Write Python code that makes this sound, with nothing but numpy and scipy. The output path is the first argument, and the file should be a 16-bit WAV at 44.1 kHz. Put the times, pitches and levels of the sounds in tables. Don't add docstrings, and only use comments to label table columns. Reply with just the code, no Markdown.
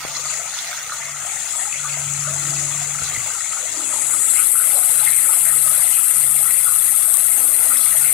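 import sys
import numpy as np
from scipy import signal
from scipy.fft import rfft, irfft, next_fast_len
from scipy.io import wavfile
from scipy.ndimage import uniform_filter1d

SR = 44100
rng = np.random.default_rng(int(sys.argv[2]) if len(sys.argv) > 2 else 0)


def bounce(signal):
    frames = np.transpose(np.atleast_2d(signal))
    limited = np.clip(frames, -1, 1)
    pcm = np.round(limited * 32767).astype(np.int16)
    wavfile.write(sys.argv[1], SR, pcm)


N = 358515
TIME = np.arange(N) / SR

# start in seconds, relative level of the big bubble in dB, its pitch in Hz,
# relative level of its shower of drops in dB, left-right difference of the big bubble in dB (positive is left).
SPLASHES = [(.03, -36, 1960, -41, 0), (0.226, -31, 1200, -40, 2), (.2995, -16, 2560, -41, -1),
            (.45, -29, 2670, -36, 0), (.6698, -24, 1990, -40, 0), (.691, -25, 690, -53, 0),
            (0.729, -15.5, 1480, -47, 7), (0.8953, -15.5, 1340, -48, 0), (0.921, -13, 1380, -44, 0),
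            (1.01, -28, 2040, -34, 0), (1.31, -25, 2060, -38, 0), (1.5984, -22, 1890, -36, -4),
            (1.7267, -12, 2480, -42, 4), (1.758, -23, 2630, -41, 0), (1.8393, -21, 1370, -35.5, 0),
            (1.896, -16, 2600, -38, 0), (2.249, -18, 1370, -35.5, 2), (2.451, -21, 1310, -38, 0),
            (2.564, -16, 2550, -43, 2), (2.813, -24, 697, -50, 0), (2.9853, -18, 1350, -51, -1),
            (3.112, -22, 2110, -45, 0), (3.1475, -15, 2070, -39, 3), (3.35, -18, 1310, -43, -2),
            (3.529, -17, 1260, -46, 0), (3.565, -25, 1290, -51, 0), (3.9266, -16, 1220, -45, 0),
            (3.936, -23, 930, -45, 2), (4.11, -27, 1340, -38, 0), (4.3632, -12, 2060, -41, 2),
            (4.375, -26, 2660, -32, 0), (4.385, -19, 1370, -34, 0), (4.555, -18, 1370, -38, 0),
            (4.598, -16, 1440, -41, -1), (4.702, -17, 2050, -51, -1), (4.775, -20.5, 687, -59, 0),
            (4.989, -24, 1330, -36, -2), (5.01, -28, 2650, -39, 0), (5.029, -18.5, 826, -54, 0),
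            (5.075, -7.5, 2020, -31.5, 0), (5.17, -25, 2000, -40, 0), (5.291, -16.5, 1246, -46, -2),
            (5.4636, -21, 1840, -40, 1), (5.52, -25, 1320, -44, 0), (5.6752, -16, 1220, -40, 5),
            (5.746, -21, 1350, -43, -1), (5.93, -16, 2860, -33, 0), (6.4555, -15.5, 1290, -45, 1),
            (6.503, -23, 2060, -38, 0), (6.6684, -14.5, 1310, -39, 0), (6.7195, -16.5, 1194, -62, 0),
            (7.70, -29, 1300, -35, 0), (7.72, -30, 2020, -36.5, 0), (8.043, -18.5, 1430, -41, 0),
            (8.05, -30, 2470, -31, 0)]
# frequency in Hz, relative level in dB.
RUMBLE_COLOUR = [(20, -27), (45, -11), (70, -6), (95, 3), (130, -3.5), (180, -3.5), (230, -11), (400, -52)]


def amp(db):
    return 10 ** (np.asarray(db) / 20)


def unit(x):
    return x / np.sqrt(np.mean(x ** 2) + 1e-20)


def read(points, hz):
    f, value = np.transpose(points)
    return np.interp(np.log(hz + 1e-6), np.log(f), value)


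def curves(rows, t=TIME):
    s, *columns = np.transpose(rows)
    return [np.interp(t, s, c) for c in columns]


def add(mix, s, sound):
    part = mix[:, max(round(s * SR), 0):][:, :sound.shape[1]]
    part += sound[:, :part.shape[1]]


def pan(side_db):
    return amp(np.array([[.5], [-.5]]) * side_db)


def colour(x, points):
    size = next_fast_len(N + 4096)
    gain = amp(read(points, np.fft.rfftfreq(size, 1 / SR)))
    return unit(irfft(rfft(x, size) * gain, size)[:, :N])


def diffuse(pair):
    # frequency in Hz, left-right likeness from 0 to 1.
    likeness = [(60, 0.95), (170, 0.92), (740, 1), (1300, 0.87), (2000, 1), (3300, 0.41), (5500, 0)]
    size = next_fast_len(pair.shape[1])
    a, b = rfft(pair, size)
    same = np.clip(read(likeness, np.fft.rfftfreq(size, 1 / SR)), 0, 1)
    right = same * a + np.sqrt(1 - same ** 2) * b
    return irfft(np.array([a, right]), size)[:, :pair.shape[1]]


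def wander(per_s):
    knots = rng.standard_normal(20000)
    return unit(np.interp(TIME * per_s, np.arange(len(knots)), knots))


def steady(x, size=3000):
    power = uniform_filter1d(uniform_filter1d((x ** 2).mean(0), size), size)
    return x / np.sqrt(abs(power) + 1e-9)


def patchy(x, depth_db, frames, bins):
    z = signal.stft(x, SR, nperseg=512, noverlap=256)[2]
    smooth_in_time = uniform_filter1d(rng.standard_normal(z.shape), frames, 2)
    patches = unit(uniform_filter1d(smooth_in_time, bins, 1))
    return signal.istft(z * amp(depth_db * patches), SR, nperseg=512, noverlap=256)[1][:, :N]


def tone(hz, db, waver, per_s=25):
    phase = 2 * np.pi * np.cumsum(hz * (1 + waver * wander(per_s))) / SR
    return amp(db) * np.sqrt(2) * np.sin(phase)


def scatter(x, wet_db, t60):
    t, out = np.arange(SR // 3) / SR, x.copy()
    for k in range(3):
        tail = diffuse(rng.standard_normal((2, len(t)))) * amp(-60 * t / t60) * (t > .003)
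        tail = tail / np.linalg.norm(tail[0])
        share = np.sqrt(2 / 3) * np.cos(2 * np.pi * (2.3 * TIME + k / 3))
        out += amp(wet_db) * signal.oaconvolve(x * share, tail, axes=1)[:, :N]
    return out


def reflect(x):
    # delay in seconds, gain.
    echo = (.00146, 0.28)
    delay_s, gain = echo
    out = x.copy()
    add(out, delay_s, gain * np.array([x[0], np.roll(x[1], 1)]))
    return out


def placed(x):
    # frequency in Hz, left-right difference in dB (positive is left).
    water_side = [(400, 2), (800, -1), (1100, 2.5), (1330, -1.5), (1600, -1.5), (1920, -3.5), (2650, -0.5),
                  (2950, -1.5), (4200, -4.5), (4900, 0), (5500, 1.5), (6600, 3.5), (11000, 3), (13800, 8.5)]
    size = next_fast_len(N)
    gains = pan(read(water_side, np.fft.rfftfreq(size, 1 / SR)))
    return irfft(rfft(x, size) * gains, size)[:, :N]


def lumps(events, rise_s, fall_s):
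    t = TIME[::64]
    power = sum(amp(db) ** 2 * np.exp(-((t - s) / np.where(t < s, rise_s, fall_s)) ** 2) for s, db in events)
    return np.interp(TIME, t, power)


def fall(bed, power=0):
    # time in seconds, level change in dB.
    flow = [(0.0, 1.5), (1.3, 1.5), (2.6, 1.5), (3.7, 1), (4.3, 0.5), (5.1, 1.5), (5.7, 1), (6.1, 0.5),
            (6.9, 0), (7.5, 0.5), (8.13, 1.5)]
    # time in seconds, level change in dB.
    lulls = [(.85, -1), (1.16, -2), (1.68, -1.5), (2.72, -0.5), (4.26, 0), (4.48, -1.5), (6.222, 1),
             (6.95, 0)]
    lull_s = 0.033
    db, uneven_db, per_s = bed
    lull_db = sum(depth * np.exp(-((TIME - s) / lull_s) ** 2) for s, depth in lulls)
    bed_gain = amp(db + curves(flow)[0] + lull_db + uneven_db * wander(per_s))
    return np.sqrt(bed_gain ** 2 + power)


def showers(x, events, octaves, rise_s, fall_s):
    out = np.zeros((2, N))
    for s, db, hz in events:
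        near = slice(max(round(s * SR) - SR // 5, 0), round(s * SR) + SR // 5)
        t = TIME[near] - s
        edges = hz * 2 ** (np.array([-.5, .5]) * octaves)
        band = signal.sosfilt(signal.butter(2, edges, "band", fs=SR, output="sos"), x[:, near])
        out[:, near] += amp(db) * unit(band) * np.exp(-.5 * (t / np.where(t < 0, rise_s, fall_s)) ** 2)
    return out


def bubble(hz, cycles, place, onset, rise=0.041, spread_s=.00007, softness=2):
    t = np.arange(int(7 * cycles / hz * SR)) / SR
    age = np.maximum(t - spread_s * (1 + np.array([[place], [-place]])), 0) * hz
    ring = np.exp(-age / cycles) * (1 - np.exp(-age / (onset * cycles))) ** softness
    return np.sin(2 * np.pi * age * (1 + rise * age / cycles / 2)) * ring / (ring.max() + 1e-9)


def bubbles(low_hz, high_hz, cycles, spread_db, count):
    out = np.zeros((2, N))
    for when, pitch, size, ring, place in rng.random((count, 5)):
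        db = spread_db * min(-np.log(1 - size), 4)
        hz = low_hz + pitch * (high_hz - low_hz)
        one = bubble(hz, cycles * (.5 + ring), 2 * place - 1, onset=1.5, softness=3.25)
        add(out, when * N / SR, amp(db) * one)
    return out


def pool(shower_db=-2.0, shower_lag_s=0.017):
    # time in seconds, level in dB.
    strands = [(.06, -43), (.42, -42), (.7, -45), (.95, -57), (1.28, -42.5), (1.39, -45.5), (1.63, -38.5),
               (1.97, -41.5), (2.32, -38.5), (2.51, -45), (2.83, -57), (3.04, -49), (3.28, -42),
               (3.61, -42.5), (3.8, -44), (3.94, -41.5), (4.1, -45), (4.76, -38), (4.88, -43), (5.02, -47),
               (5.31, -41.5), (5.47, -45.5), (5.69, -45), (5.82, -42), (6.41, -45), (7.02, -48),
               (7.14, -45), (7.4, -44), (7.64, -42), (7.96, -44)]
    # level in dB, unevenness in dB, changes per second.
    plop_bed = (-48.5, 1.35, 7)
    patter_bed = (-39, 0.67, 9.9)
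    # frequency in Hz, relative level in dB.
    plop_colour = [(200, -24), (400, -11.5), (520, -10), (670, -3.5), (890, -2.5), (1020, -10.5),
                   (1250, -32)]
    patter_colour = [(800, -23), (1030, -9), (1170, -2.5), (1290, 3), (1430, -2), (1670, -9), (1880, 0),
                     (2100, 3), (2310, -3.5), (2560, -0.5), (2900, -6.5), (3200, -5), (4500, -39)]

    plops = bubbles(440.0, 1098, cycles=2.17, spread_db=4.0, count=2200)
    plops = steady(colour(scatter(plops, wet_db=-3.0, t60=0.2), plop_colour))
    plop_gain = fall(plop_bed, lumps(strands, rise_s=0.05, fall_s=0.06))

    patter = bubbles(1020, 3366, cycles=2.54, spread_db=4.5, count=7500)
    patter = steady(colour(scatter(patter, wet_db=-0.5, t60=0.27), patter_colour))
    patter_layer = fall(patter_bed) * patchy(patter, depth_db=1.74, frames=6, bins=19)
    bursts = [(s + shower_lag_s, db + shower_db, hz) for s, _, hz, db, _ in SPLASHES]
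    thickenings = showers(patter, bursts, octaves=0.59, rise_s=0.024, fall_s=0.029)
    return plop_gain * plops + patter_layer + thickenings


def spray(grain_db=0.5, drops_per_s=5000, flicker_db=.5):
    # time in seconds, level in dB, centre in Hz.
    gusts = [(.04, -44, 4330), (.17, -34, 4440), (.32, -34, 4700), (.32, -40, 8200), (.59, -33, 4500),
             (.6, -40, 7860), (1.78, -50, 6400), (2.23, -54, 6000), (2.57, -43, 4220), (2.6, -37, 6300),
             (3.06, -39, 4970), (3.38, -47, 4300), (3.53, -43, 4340), (3.75, -45, 4470), (5.07, -40, 3760),
             (5.3, -58, 5500), (7.18, -48, 9500), (7.83, -34, 4250)]
    # relative level in dB, unevenness in dB, changes per second.
    spray_bed = (-40, 1, 11)
    # frequency in Hz, relative level in dB.
    spray_colour = [(300, -22), (1300, -1), (2600, -1), (3150, -3), (3450, 0), (3750, -0.5), (4200, 0),
                    (4900, -2), (5400, -2), (5950, 0.5), (6550, 6.5), (6900, 6.5), (7300, 2.5),
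                    (9400, -1.5), (10800, -5), (12000, -12.5), (13000, -10.5), (14200, -8), (15700, -12.5)]
    landings = rng.random((2, N)) < drops_per_s / SR
    strengths = amp(grain_db * np.minimum(rng.exponential(1, (2, N)), 5))
    droplets = strengths * landings * rng.standard_normal((2, N))
    fizz = diffuse(droplets) * amp(flicker_db * wander(70))
    fizz = colour(patchy(reflect(fizz), depth_db=4.5, frames=4, bins=3), spray_colour)
    sweeps = showers(fizz, gusts, octaves=1.0, rise_s=0.043, fall_s=0.031)
    return amp(7.5) * fall(spray_bed) * fizz + sweeps


def hiss(flutter_db=0.8, sputter_db=0.5, rasp_hz=215, spit_s=0.0009):
    # time in seconds, relative level in dB, peak in Hz,
    # openness from 0 (narrow) to 1 (wide).
    course = [(0, -54, 6370, .3), (.16, -32.5, 6700, 0.025), (.33, -27, 7040, 0), (.46, -31.5, 6960, 0),
              (.75, -42, 5900, 0.41), (.88, -37.5, 6600, 0.54), (.95, -33, 6900, 0.024),
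              (1.17, -33.5, 6960, 0), (1.29, -28.5, 7140, 0.47), (1.49, -29, 7060, 0.045),
              (1.59, -24.5, 7430, 0.6), (1.76, -29, 7100, 0.063), (2.62, -25.5, 7170, 0.075),
              (3.05, -28.5, 7150, 0.064), (3.55, -26.5, 7210, 0.14), (3.75, -28.5, 7150, 0.1),
              (3.86, -25, 7400, .45), (4.1, -21, 7740, 0.7), (4.25, -19, 7920, 0.57),
              (4.34, -17.5, 8170, 0.77), (4.45, -17.5, 8500, 1), (4.6, -18, 8630, 1),
              (5.3, -17.5, 8640, 0.86), (6.5, -18, 8840, 0.79), (8.13, -17.5, 8850, 0.84)]
    # multiple of the peak frequency,
    # relative level in dB when narrow, relative level in dB when wide.
    band_shape = [(.5, -70, -70), (.7, -44, -58), (.79, -15, -52), (.84, -12, -12.5), (.9, -3.5, -5),
                  (1, 2.5, -0.5), (1.08, -0.5, -1), (1.18, -7.5, -3), (1.28, -10, -1), (1.42, -10.5, -9),
                  (1.53, -14.5, -12), (1.63, -31, -23), (1.8, -55, -35)]
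    # time in seconds, dB above the level of the hiss.
    spit_rows = [(2.1372, 12), (2.478, 4), (2.498, 6), (3.036, 12), (4.305, 3), (7.126, 5.5),
                 (7.1414, 12.5), (7.171, 10.5)]

    hz, t, z = signal.stft(rng.standard_normal(N), SR, nperseg=512, noverlap=384)
    _, peak_hz, openness = curves(course, t)
    ratio = np.maximum(hz[:, None] / peak_hz, 1e-3)
    narrow = read([(multiple, db) for multiple, db, _ in band_shape], ratio)
    wide = read([(multiple, db) for multiple, _, db in band_shape], ratio)
    gain = amp(narrow + openness * (wide - narrow))
    gain = gain / np.linalg.norm(gain, axis=0)
    band = unit(signal.istft(z * gain, nperseg=512, noverlap=384)[1][:N])

    rasp = tone(rasp_hz, -8.0, waver=0.23, per_s=160)
    sizzle = band * amp(flutter_db * wander(80) + sputter_db * wander(600) + rasp)
    left_only = np.array([sizzle, np.zeros(N)])
    sizzle = steady(patchy(left_only, depth_db=1.53, frames=14, bins=2))
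    spits = sum(db * np.exp(-((TIME - s) / spit_s) ** 2) for s, db in spit_rows)
    return sizzle * amp(curves(course)[0] + 3.5 + spits)


def swell(start, length, skew=0.77, point=1.4):
    u = np.clip((TIME - start) / length, 0, 1)
    return abs(np.sin(np.pi * u ** skew)) ** point


def distance(hum_hz=144.1, hum_rest_db=-57.5, rough_db=1.3, air_uneven_db=1.8):
    # start in seconds, length in seconds, relative top level in dB.
    hum_swells = [(-.12, 0.64, -48.5), (.99, 0.3, -46), (1.72, 1.56, -31.5), (2.93, 0.41, -48),
                  (3.968, 0.32, -53), (4.835, 0.48, -52), (5.318, 0.62, -47), (6.092, 0.45, -44),
                  (6.3, 0.96, -60), (7.854, 0.47, -44.5)]
    # start in seconds, length in seconds,
    # pitch in Hz, top level in dB.
    overtone_rows = [(2.32, 0.54, 337, -49), (2.25, 0.73, 288, -54.5)]
    # resting level in dB, level in dB relative to the hum's gain curve.
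    rumble_levels = (-57, -14.5)
    # time in seconds, level in dB.
    air_course = [(0, -48), (.5, -58.5), (.9, -60), (1.45, -52), (2.1, -55.5), (2.55, -46), (2.92, -57),
                  (3.12, -45.5), (3.4, -58), (3.68, -48), (3.76, -42), (3.9, -46.5), (4.15, -48),
                  (4.5, -48.5), (5, -53.5), (6.4, -50.5), (6.9, -55.5), (7.27, -53), (7.38, -45),
                  (7.65, -48.5), (7.9, -56), (8.13, -48)]
    # frequency in Hz, relative level in dB.
    air_colour = [(30, -7), (120, -7), (200, -6.5), (280, 4), (400, 0), (700, -3), (2000, -15.5)]

    hum_gain = amp(hum_rest_db) + sum(amp(db) * swell(s, length) for s, length, db in hum_swells)
    hum = hum_gain * amp(rough_db * wander(60)) * tone(hum_hz, db=-3.5, waver=0.0032)
    overtones = sum(swell(s, length) * tone(hz, db, waver=0.0243, per_s=63)
                    for s, length, hz, db in overtone_rows)

    rest_db, follow_db = rumble_levels
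    rumble_gain = np.hypot(amp(rest_db), amp(follow_db) * hum_gain)
    rumble = rumble_gain * colour(diffuse(rng.standard_normal((2, N))), RUMBLE_COLOUR)
    air_gain = amp(curves(air_course)[0] + air_uneven_db * wander(12))
    air = air_gain * colour(diffuse(rng.standard_normal((2, N))), air_colour)
    return hum + overtones + rumble * pan(-2.5) + air * pan(0.82)


def breeze(rest_db=-74, uneven_db=3):
    # time in seconds, level in dB.
    buffets = [(.08, -52), (2.58, -62), (3.0, -45), (3.17, -44.5), (5.65, -55), (6.27, -61), (6.65, -59)]
    rest = amp(rest_db + uneven_db * wander(4.6))
    gain = np.sqrt(rest ** 2 + lumps(buffets, rise_s=0.075, fall_s=0.07))
    return gain * pan(-6.5) * colour(rng.standard_normal((2, N)), RUMBLE_COLOUR)


def splashes(drops_db=0.5, pitch_spread=0.072, count=8, shower_s=.08):
    out = np.zeros((2, N))
    for s, db, hz, shower_db, side_db in SPLASHES:
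        place = rng.random() - .5
        add(out, s, amp(db - 8.5) * pan(side_db) * bubble(hz, 7.0, place, onset=0.069))
        lags = shower_s * rng.random(count) ** 1.2
        for late, pitch in zip(lags, rng.standard_normal(count)):
            drop = bubble(hz * np.exp(pitch_spread * pitch), 2.6, place, onset=0.26)
            add(out, s + late, amp(shower_db + drops_db) * drop)
    return scatter(out, wet_db=-5.5, t60=0.28)


def ticks():
    # start in seconds, relative level in dB,
    # centre in Hz, decay per second, left-right difference in dB (positive is left).
    tick_rows = [(0.0509, -14, 433, 2600, 31.5), (0.168, -19.5, 5740, 1000, 25),
                 (0.896, -18.5, 1760, 800, -3), (3.018, -32, 85, 72, -13), (3.175, -32, 122, 82, -18)]
    out, t = np.zeros((2, N)), np.arange(SR // 8) / SR
    for s, db, hz, decay, side_db in tick_rows:
        shape = np.exp(-decay * t) * (1 - np.exp(-8 * hz * t))
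        add(out, s, amp(db) * pan(side_db) * np.cos(2 * np.pi * hz * t) * shape)
    return out


def hoots(sag=0.3, bend=3.06, rough=0.42):
    # start in seconds, length in seconds, first pitch in Hz, relative level in dB.
    hoot_rows = [(3.709, 0.205, 318, -40), (7.303, 0.26, 333, -53.5), (7.616, 0.24, 266, -49)]
    out = np.zeros((2, N))
    for s, length, hz, db in hoot_rows:
        u = np.clip((TIME - s) / length, 0, 1)
        voice = tone(hz * (1 - sag * u ** bend), db, waver=0.025, per_s=130)
        out += voice * np.sin(np.pi * u) ** 2
    hoarse = (1 + rough * wander(200)) / np.hypot(1, rough)
    return scatter(out * hoarse, wet_db=-9, t60=0.22)


def scene():
    water = placed(pool() + spray() + splashes())
    return water + hiss() + distance() + breeze() + ticks() + hoots()


def record(dry, edge_hz=15750):
    low_pass = signal.firwin(511, edge_hz, window=("kaiser", 7), fs=SR)
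    return signal.oaconvolve(np.clip(dry, -1, 1), low_pass[None], "same")


dry = scene()
out = record(dry)
bounce(out)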